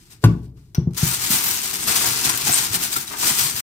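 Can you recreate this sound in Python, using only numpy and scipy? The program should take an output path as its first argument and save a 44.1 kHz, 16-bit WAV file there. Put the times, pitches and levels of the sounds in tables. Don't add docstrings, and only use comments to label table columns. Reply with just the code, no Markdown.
import sys
import numpy as np
from scipy import signal
from scipy.fft import rfft, irfft, next_fast_len
from scipy.io import wavfile
from scipy.ndimage import uniform_filter1d

SR = 44100
rng = np.random.default_rng(int(sys.argv[2]) if len(sys.argv) > 2 else 0)


def natural_amplitude(level_db):
    exponent = np.asarray(level_db, float) / 20
    return 10 ** exponent


def unload_wav(signal):
    wavfile.write(
        sys.argv[1],
        SR,
        np.round(np.clip(np.atleast_2d(signal).T, -1, 1) * 32767).astype(np.int16),
    )


N = 163170


def rms_one(x):
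    return x / np.sqrt(np.mean(x ** 2) + 1e-20)


def cut(x, hz, kind, order):
    return signal.sosfilt(signal.butter(order, hz, kind, fs=SR, output="sos"), x)


def at_hz(points, hz):
    points_hz, points_db = np.transpose(points)
    return np.interp(np.log(hz), np.log(points_hz), points_db)


def shaped(x, spectrum):
    size = next_fast_len(N)
    hz = np.maximum(np.arange(size // 2 + 1) * SR / size, 1)
    return irfft(rfft(x, size) * natural_amplitude(at_hz(spectrum, hz)), size)[:, :N]


def coloured(spectrum, channels):
    return rms_one(shaped(rng.standard_normal((channels, next_fast_len(N))), spectrum))


def drift(rate_hz):
    r = np.exp(-40 * np.pi * rate_hz / SR)
    noise = rng.standard_normal(N // 20 + 2002)
    slow = signal.lfilter([1], [1, -2 * r, r * r], noise)[2000:]
    return np.interp(np.arange(N) / 20, np.arange(len(slow)), rms_one(slow))


def ring(clicks, hz, t60_s):
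    r, w = natural_amplitude(-60 / (t60_s * SR)), 2 * np.pi * hz / SR
    return signal.lfilter([0, np.sin(w)], [1, -2 * r * np.cos(w), r * r], clicks + 1e-18)


def clicks_at(rows):
    out = np.zeros(N)
    for s, db, *_ in rows:
        out[int(s * SR)] += natural_amplitude(db)
    return out


def swells(rows):
    t = np.arange(0, N, 16) / SR
    power = 1e-11
    for s, db, rise_s, fall_s in rows:
        rise = np.exp(-((t - s) / rise_s) ** 2)
        fall = np.exp(-np.abs(t - s) / fall_s)
        power = power + natural_amplitude(2 * db) * np.where(t < s, rise, fall)
    return np.interp(np.arange(N) / SR, t, np.sqrt(power))


def crack(start_s, db, fall_s):
    t = np.arange(N) / SR - start_s
    return natural_amplitude(db) * rng.standard_normal(N) * (t > 0) * np.exp(-np.abs(t) / fall_s)


def placed(x, left_db, lag_s):
    late = np.interp(np.arange(N) - lag_s * SR, np.arange(N), x)
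    return np.array([natural_amplitude(left_db) * x, natural_amplitude(-left_db) * late])


def hand_effort():
    # peak time in seconds, level in dB, rise in seconds, fall in seconds.
    strokes = [(0.98, -18.5, 0.0084, 0.015), (0.998, -25.5, 0.012, 0.13), (1.051, -20.5, 0.03, 0.11),
               (1.22, -32, 0.026, .02), (1.148, -21.5, 0.011, 0.0078), (1.259, -19, 0.041, 0.055),
               (1.334, -14, 0.022, 0.049), (1.48, -18, 0.019, 0.11), (1.638, -21.5, 0.0061, 0.055),
               (1.698, -24.5, 0.0015, 0.011), (1.742, -21.5, 0.0072, 0.01), (1.768, -25.5, 0.015, 0.0028),
               (1.846, -20.5, 0.079, 0.0074), (1.896, -14, 0.027, 0.21), (1.96, -12, 0.0053, 0.013),
               (2.022, -16, 0.0077, 0.18), (2.256, -15, 0.014, 0.0089), (2.295, -14.5, 0.0043, 0.0082),
               (2.32, -32.5, 0.026, 0.033), (2.48, -18, 0.01, 0.014), (2.55, -19.5, 0.1, 0.13),
               (2.593, -18, 0.019, 0.0028), (2.642, -21.5, 0.01, 0.024), (2.758, -14.5, 0.024, 0.0082),
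               (2.84, -17, 0.032, 0.027), (2.938, -22, 0.021, 0.0078), (2.968, -21, 0.0086, 0.0087),
               (3.008, -32, 0.0052, 0.019), (3.079, -26, 0.0063, 0.028), (3.126, -27.5, 0.01, 0.042),
               (3.24, -21.5, 0.051, 0.027), (3.305, -14, 0.066, 0.025), (3.421, -15, 0.061, 0.048),
               (3.578, -23.5, 0.023, 0.051)]
    # peak time in seconds, level in dB, rise in seconds, fall in seconds.
    stirs = [
        (.015, -44.5, 0.047, 0.043),
        (.075, -48, 0.018, 0.013),
        (0.123, -36.5, 0.015, 0.018),
        (0.234, -39.5, 0.012, 0.047),
        (.45, -47.5, 0.019, 0.012),
        (0.574, -51, 0.01, 0.095),
        (.909, -45, 0.0011, 0.005),
        (0.935, -35, 0.0013, 0.0025),
        (0.948, -32.5, 0.0029, 0.011),
    ]
    return swells([*strokes, *stirs])


def foil(effort):
    # frequency in Hz, level in dB.
    foil_colour = [(600, -33), (1030, -31), (1700, -60.5), (4500, 10.5), (8500, 15), (12000, 3),
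                   (16000, -0.5)]
    # time in seconds, tilt in dB per octave.
    tightness = [(.95, 1), (1.1, 4.95), (1.299, 0.9), (1.45, 3.4), (1.6, 1.5), (1.8, -0.1), (1.95, -1.6),
                 (2.15, -4.15), (2.3, -1), (2.4, -0.6), (2.55, 2.2), (2.7, 0.1), (2.9, 0.9), (3.02, 10.5),
                 (3.1, 0), (3.25, 0), (3.42, 0.1), (3.6, 3.3)]
    creases_per_s, spread_db, clump_db = 5000, 2.2, 1.3
    patchy_db, brightens, crease_cycles = 1.1, 0.37, 15
    sizes_db = spread_db * np.minimum(rng.exponential(1, (3, N)), 5) + clump_db * drift(160)
    sizes = natural_amplitude(sizes_db) * rng.choice([-1, 1], (3, N))
    creases = rms_one(sizes * (rng.random((3, N)) < creases_per_s / SR))
    patch = rng.integers(0, 5, (3, N))
    tilt_db = np.interp(np.arange(N) / SR, *np.transpose(tightness))
    out, shared = 0, 0
    for k, hz in enumerate(np.geomspace(600, 16500, 40)):
        if k % 6 == 0:
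            shared = drift(1.9)
        octaves = np.log2(hz / 4000)
        gain = effort * natural_amplitude(patchy_db * (shared + 2 * drift(30)) + tilt_db * octaves)
        gain = gain * (effort / 0.042) ** (brightens * octaves)
        rung = rms_one(ring(creases * (patch == k % 5), hz, crease_cycles / hz))
        out = out + natural_amplitude(at_hz(foil_colour, hz)) * np.sqrt(hz) * rung * gain
    out = natural_amplitude(-4.5) * out * np.sqrt(np.mean(effort ** 2) / np.mean(out ** 2))
    near = cut(out[0], 816, "high", order=4)
    far = natural_amplitude(4) * cut(out[1:], 890, "high", order=2)
    return near, far


def snaps():
    # peak time in seconds, level in dB, rise in seconds, fall in seconds.
    open_folds = [(.107, -48, 0.0013, 0.0023), (1.306, -17.5, 0.0017, 0.0068), (1.442, -18, 0.0035, 0.0044),
                  (1.566, -26, 0.0017, 0.0042), (1.632, -27.5, 0.0016, 0.007), (1.696, -30, 0.0014, 0.0017),
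                  (1.718, -32.5, 0.0012, 0.0012), (1.738, -27.5, 0.0014, 0.0021),
                  (1.763, -32, 0.0013, 0.0014), (1.84, -33, .002, 0.0027), (1.873, -25, 0.0017, 0.0047),
                  (2.066, -21, 0.0048, 0.021), (2.23, -35.5, .002, .004), (2.352, -29.5, .0015, 0.0037),
                  (2.375, -16, 0.00076, 0.002), (2.411, -26, 0.00075, 0.0023), (2.473, -31.5, 0.0016, .005),
                  (2.496, -25.5, 0.00064, 0.0045), (2.732, -30, .002, 0.0072),
                  (2.826, -32.5, 0.0015, 0.0031), (2.966, -39.5, 0.0024, 0.0049),
                  (3.005, -34, 0.0017, 0.011), (3.077, -47.5, .001, 0.0023), (3.126, -29, 0.00088, .002),
                  (3.185, -30, 0.0024, 0.0093), (3.387, -16.5, 0.0011, 0.0068)]
    # peak time in seconds, level in dB, rise in seconds, fall in seconds.
    palm_folds = [(.575, -64.5, 0.0032, 0.005), (1.875, -30, 0.001, 0.024), (2.015, -33.5, 0.0039, 0.0042),
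                  (2.041, -31.5, 0.0014, 0.018), (2.27, -28.5, 0.0029, 0.0065),
                  (2.297, -34.5, 0.0023, .006), (2.336, -32, 0.00092, 0.0072),
                  (2.472, -27.5, 0.0015, 0.0019), (2.495, -34, 0.0013, 0.0013),
                  (2.564, -38.5, 0.0015, 0.0053), (2.638, -40.5, 0.0036, .008),
                  (2.963, -31.5, .002, 0.0017), (3.111, -38, .002, 0.0067), (3.14, -34, 0.0045, .003),
                  (3.232, -30, 0.0024, 0.0038), (3.29, -37.5, 0.0036, 0.0097)]
    spit = rng.standard_normal((2, N)) * natural_amplitude(3.3 * np.minimum(rng.exponential(1, N), 3))
    bright = rms_one(cut(spit, 3500, "high", order=1))
    dull = rms_one(cut(spit, [636, 2400], "band", order=1))
    return natural_amplitude(5) * (swells(open_folds) * bright + swells(palm_folds) * dull)


def pops():
    # start in seconds, peak level in dB, pitch in Hz.
    pop_rows = [
        (2.296, -15, 1020),
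        (2.471, -21, 845),
        (2.494, -17, 720),
        (2.637, -26, 1010),
        (2.938, -18, 4700),
        (2.962, -13, 1340),
        (3.076, -26, 3910),
        (3.11, -29, 1140),
        (3.231, -19, 960),
        (3.39, -21, 1980),
    ]
    t60_s, rise_s = 0.04, 0.003
    out = np.zeros(N)
    for s, db, hz in pop_rows:
        u = np.maximum(np.arange(N) / SR - s, 0)
        out += 2 * natural_amplitude(db - 60 * u / t60_s) * (1 - np.exp(-u / rise_s)) * np.sin(2 * np.pi * hz * u)
    return out


def squeak():
    # time in seconds, pitch in Hz, level in dB.
    path = [
        (2.512, 7500, -45),
        (2.518, 7550, -21),
        (2.523, 7600, -32),
        (2.528, 7600, -19),
        (2.535, 8300, -24),
        (2.542, 8800, -21),
        (2.55, 8900, -32),
        (2.558, 8900, -25),
        (2.567, 9000, -45),
    ]
    s, hz, db = np.transpose(path)
    t = np.arange(N) / SR
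    pitch_hz = np.interp(t, s, hz) * (1 + 0.006 * drift(330))
    level_db = np.interp(t, s, db, left=-120, right=-120) + 9.1 * drift(230)
    return np.sin(2 * np.pi * np.cumsum(pitch_hz) / SR) * natural_amplitude(level_db)


def knock():
    # start in seconds, level in dB.
    touches = [
        (.239, -1.5),
        (.2425, -20),
        (.246, -4),
    ]
    # frequency in Hz, level in dB, T60 in seconds.
    knock_modes = [(63.4, -21, 0.98), (111.8, -6.5, 0.24), (172, -13.5, 0.39), (216.3, -9, 0.43),
                   (348, -20, 0.42), (640, -8, 0.015), (751, -22.5, 0.023), (1030, -6.5, 0.016),
                   (1150, -10.5, 0.037), (1490, -9.5, 0.035), (2630, -55, 0.0035)]
    clicks = clicks_at(touches)
    burst = sum(crack(s, db - 6, fall_s=0.0084) for s, db in touches)
    out = cut(burst, 5000, "low", order=1) + natural_amplitude(-13.5) * counter(clicks)
    for k, (hz, db, t60_s) in enumerate(knock_modes):
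        out += (-1) ** k * natural_amplitude(db) * ring(clicks, hz, t60_s)
    return out


def thuds():
    # start in seconds, peak level in dB, pitch in Hz, swell in cycles.
    thud_rows = [(0.779, -5, 147.7, 1.06), (0.8705, -8.5, 158, 1.07), (1.0276, -7.5, 148.7, 1.18),
                 (1.301, -18, 211, 1.6), (1.322, -19, 270, 1.3), (1.86, -24, 184, 4),
                 (2.055, -22.5, 125.4, 4.1), (2.112, -34.5, 122.7, 1), (2.249, -18, 299, 2.2),
                 (2.282, -46, 101, 4.4), (2.328, -30, 117, 2.4), (2.434, -26.5, 148, 5.5),
                 (2.483, -14, 277, 5.6), (2.692, -25.5, 106.4, 3.5), (2.747, -26, 172, 5.1),
                 (2.96, -23, 287, 4.4), (3.233, -31.5, 261, 3.7), (3.297, -21, 207, 4.9),
                 (3.385, -30.5, 122.3, 6.4), (3.438, -25.5, 140, 4.0), (3.538, -32.5, 127, 1.8)]
    # frequency in Hz, level in dB, T60 in seconds.
    cupboard = [(127.4, -8, 0.55), (177.4, -5.5, 0.2), (248, -7, 0.092)]
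    shelf_hz, shelf_t60_s, thud_cycles = 352, 0.14, 4.5
    pushes, t = np.zeros(N), np.arange(N) / SR
    for s, db, hz, swell_cycles in thud_rows:
        swell = np.sin(np.pi * np.clip((t - s) * hz / swell_cycles, 0, 1)) ** 2
        push = natural_amplitude(db) * swell * np.sin(2 * np.pi * hz * (t - s)) * 4 * hz / SR / swell_cycles
        pushes += ring(push, hz, thud_cycles / hz)
    below = sum(natural_amplitude(db) * hz / SR * ring(pushes, hz, t60_s) for hz, db, t60_s in cupboard)
    clicks = clicks_at(thud_rows)
    shelf = ring(cut(clicks, 2 * shelf_hz, "low", order=2), shelf_hz, shelf_t60_s)
    return pushes + below + natural_amplitude(-24) * shelf + natural_amplitude(-19.5) * counter(clicks)


def counter(x):
    # frequency in Hz, level in dB per Hz.
    boom_colour = [(55, 8.5), (120, 17), (200, 6.5), (300, 0.5), (520, -8), (1100, -21.5), (2500, -44),
                   (7000, -70.5)]
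    t60_s, late_t60_s, late_db, rise_s = 0.29, 1, -17, 0.00072
    t = np.arange(SR) / SR
    decay = natural_amplitude(-60 * t / t60_s) + natural_amplitude(late_db - 60 * t / late_t60_s)
    boom = coloured(boom_colour, channels=1)[0, :SR] * decay
    return signal.fftconvolve(x, boom * np.minimum(t / rise_s, 1))[:N]


def tick():
    # start in seconds, level in dB.
    tick_rows = [
        (.7472, 0),
        (.7518, -4),
    ]
    # frequency in Hz, level in dB, T60 in seconds.
    tick_modes = [(5700, -2, .009), (5900, 0, .012), (6150, -4, .008), (3450, -11, .008), (8730, -7, .006)]
    hit = sum(crack(s, db, fall_s=0.0025) for s, db in tick_rows)
    modes = sum(natural_amplitude(db - 37) * ring(hit, hz, t60_s) for hz, db, t60_s in tick_modes)
    return natural_amplitude(-22) * cut(hit, 4000, "high", order=1) + modes


def rumble(effort):
    # frequency in Hz, level in dB per Hz.
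    rumble_colour = [(30, -19.5), (45, -9), (110, -8.5), (200, -5.5), (350, -8), (480, -12), (600, -14)]
    follow = uniform_filter1d(effort / 0.03, size=2000) ** 0.85
    return follow * natural_amplitude(-44.5 - drift(2.1)) * coloured(rumble_colour, channels=2)


def kitchen(x):
    bright_t60_s, dull_t60_s = 0.083, 0.29
    t = np.arange(SR // 2) / SR
    bright, dull = rng.standard_normal((2, 2, len(t)))
    dull = cut(dull, 2470, "low", order=1)
    echo = bright * natural_amplitude(-60 * t / bright_t60_s) + 2 * dull * natural_amplitude(-60 * t / dull_t60_s)
    echo = echo * (t > 0.003)
    return signal.fftconvolve(x[None], echo / np.sqrt(np.sum(echo ** 2) / 2), axes=1)[:, :N]


def room_tone():
    # frequency in Hz, level in dB per Hz.
    tone_colour = [(30, 12), (50, -0.5), (130, 2.5), (250, -13), (350, -7.5), (500, -37), (1500, -43),
                   (12000, -41)]
    mid, side = natural_amplitude(-50.5) * coloured(tone_colour, channels=2)
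    return np.array([mid + 0.1 * side, mid - 0.25 * side])


def scene():
    left_db, low_left_db = 2.3, 1.35
    effort = hand_effort()
    near, far = foil(effort)
    sheet = near + squeak() + tick()
    folds = snaps()
    hard = knock()
    wet = kitchen(natural_amplitude(-5.5) * (sheet + folds[0]) + natural_amplitude(-14.5) * cut(hard, 460, "high", order=2))
    rub, rub_apart = rumble(effort)
    out = placed(sheet + pops(), left_db, lag_s=15 / SR)
    out += placed(hard + thuds() + rub, low_left_db, lag_s=0.0001)
    out += (far + folds + wet) * natural_amplitude([[left_db], [-left_db]])
    return out + 0.4 * rub_apart * [[1], [-1]] + room_tone()


def low_pass(x):
    return signal.sosfilt(signal.butter(12, 16670, fs=SR, output="sos"), x)


def record(dry):
    # frequency in Hz, level in dB.
    mic_colour = [(430, 4), (545, -6.5), (690, -1), (9350, -4.5), (9800, -6.5), (12200, -1)]
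    end_s, fade_s = 3.606, 0.0012
    heard = cut(np.tanh(shaped(dry, mic_colour)), 48, "high", order=3)
    heard = signal.sosfilt(signal.cheby2(14, 70, 16500, fs=SR, output="sos"), heard)
    fade = np.exp(-np.maximum(np.arange(N) / SR - end_s, 0) / fade_s)
    return low_pass(heard * fade)


dry = scene()
out = record(dry)
unload_wav(out)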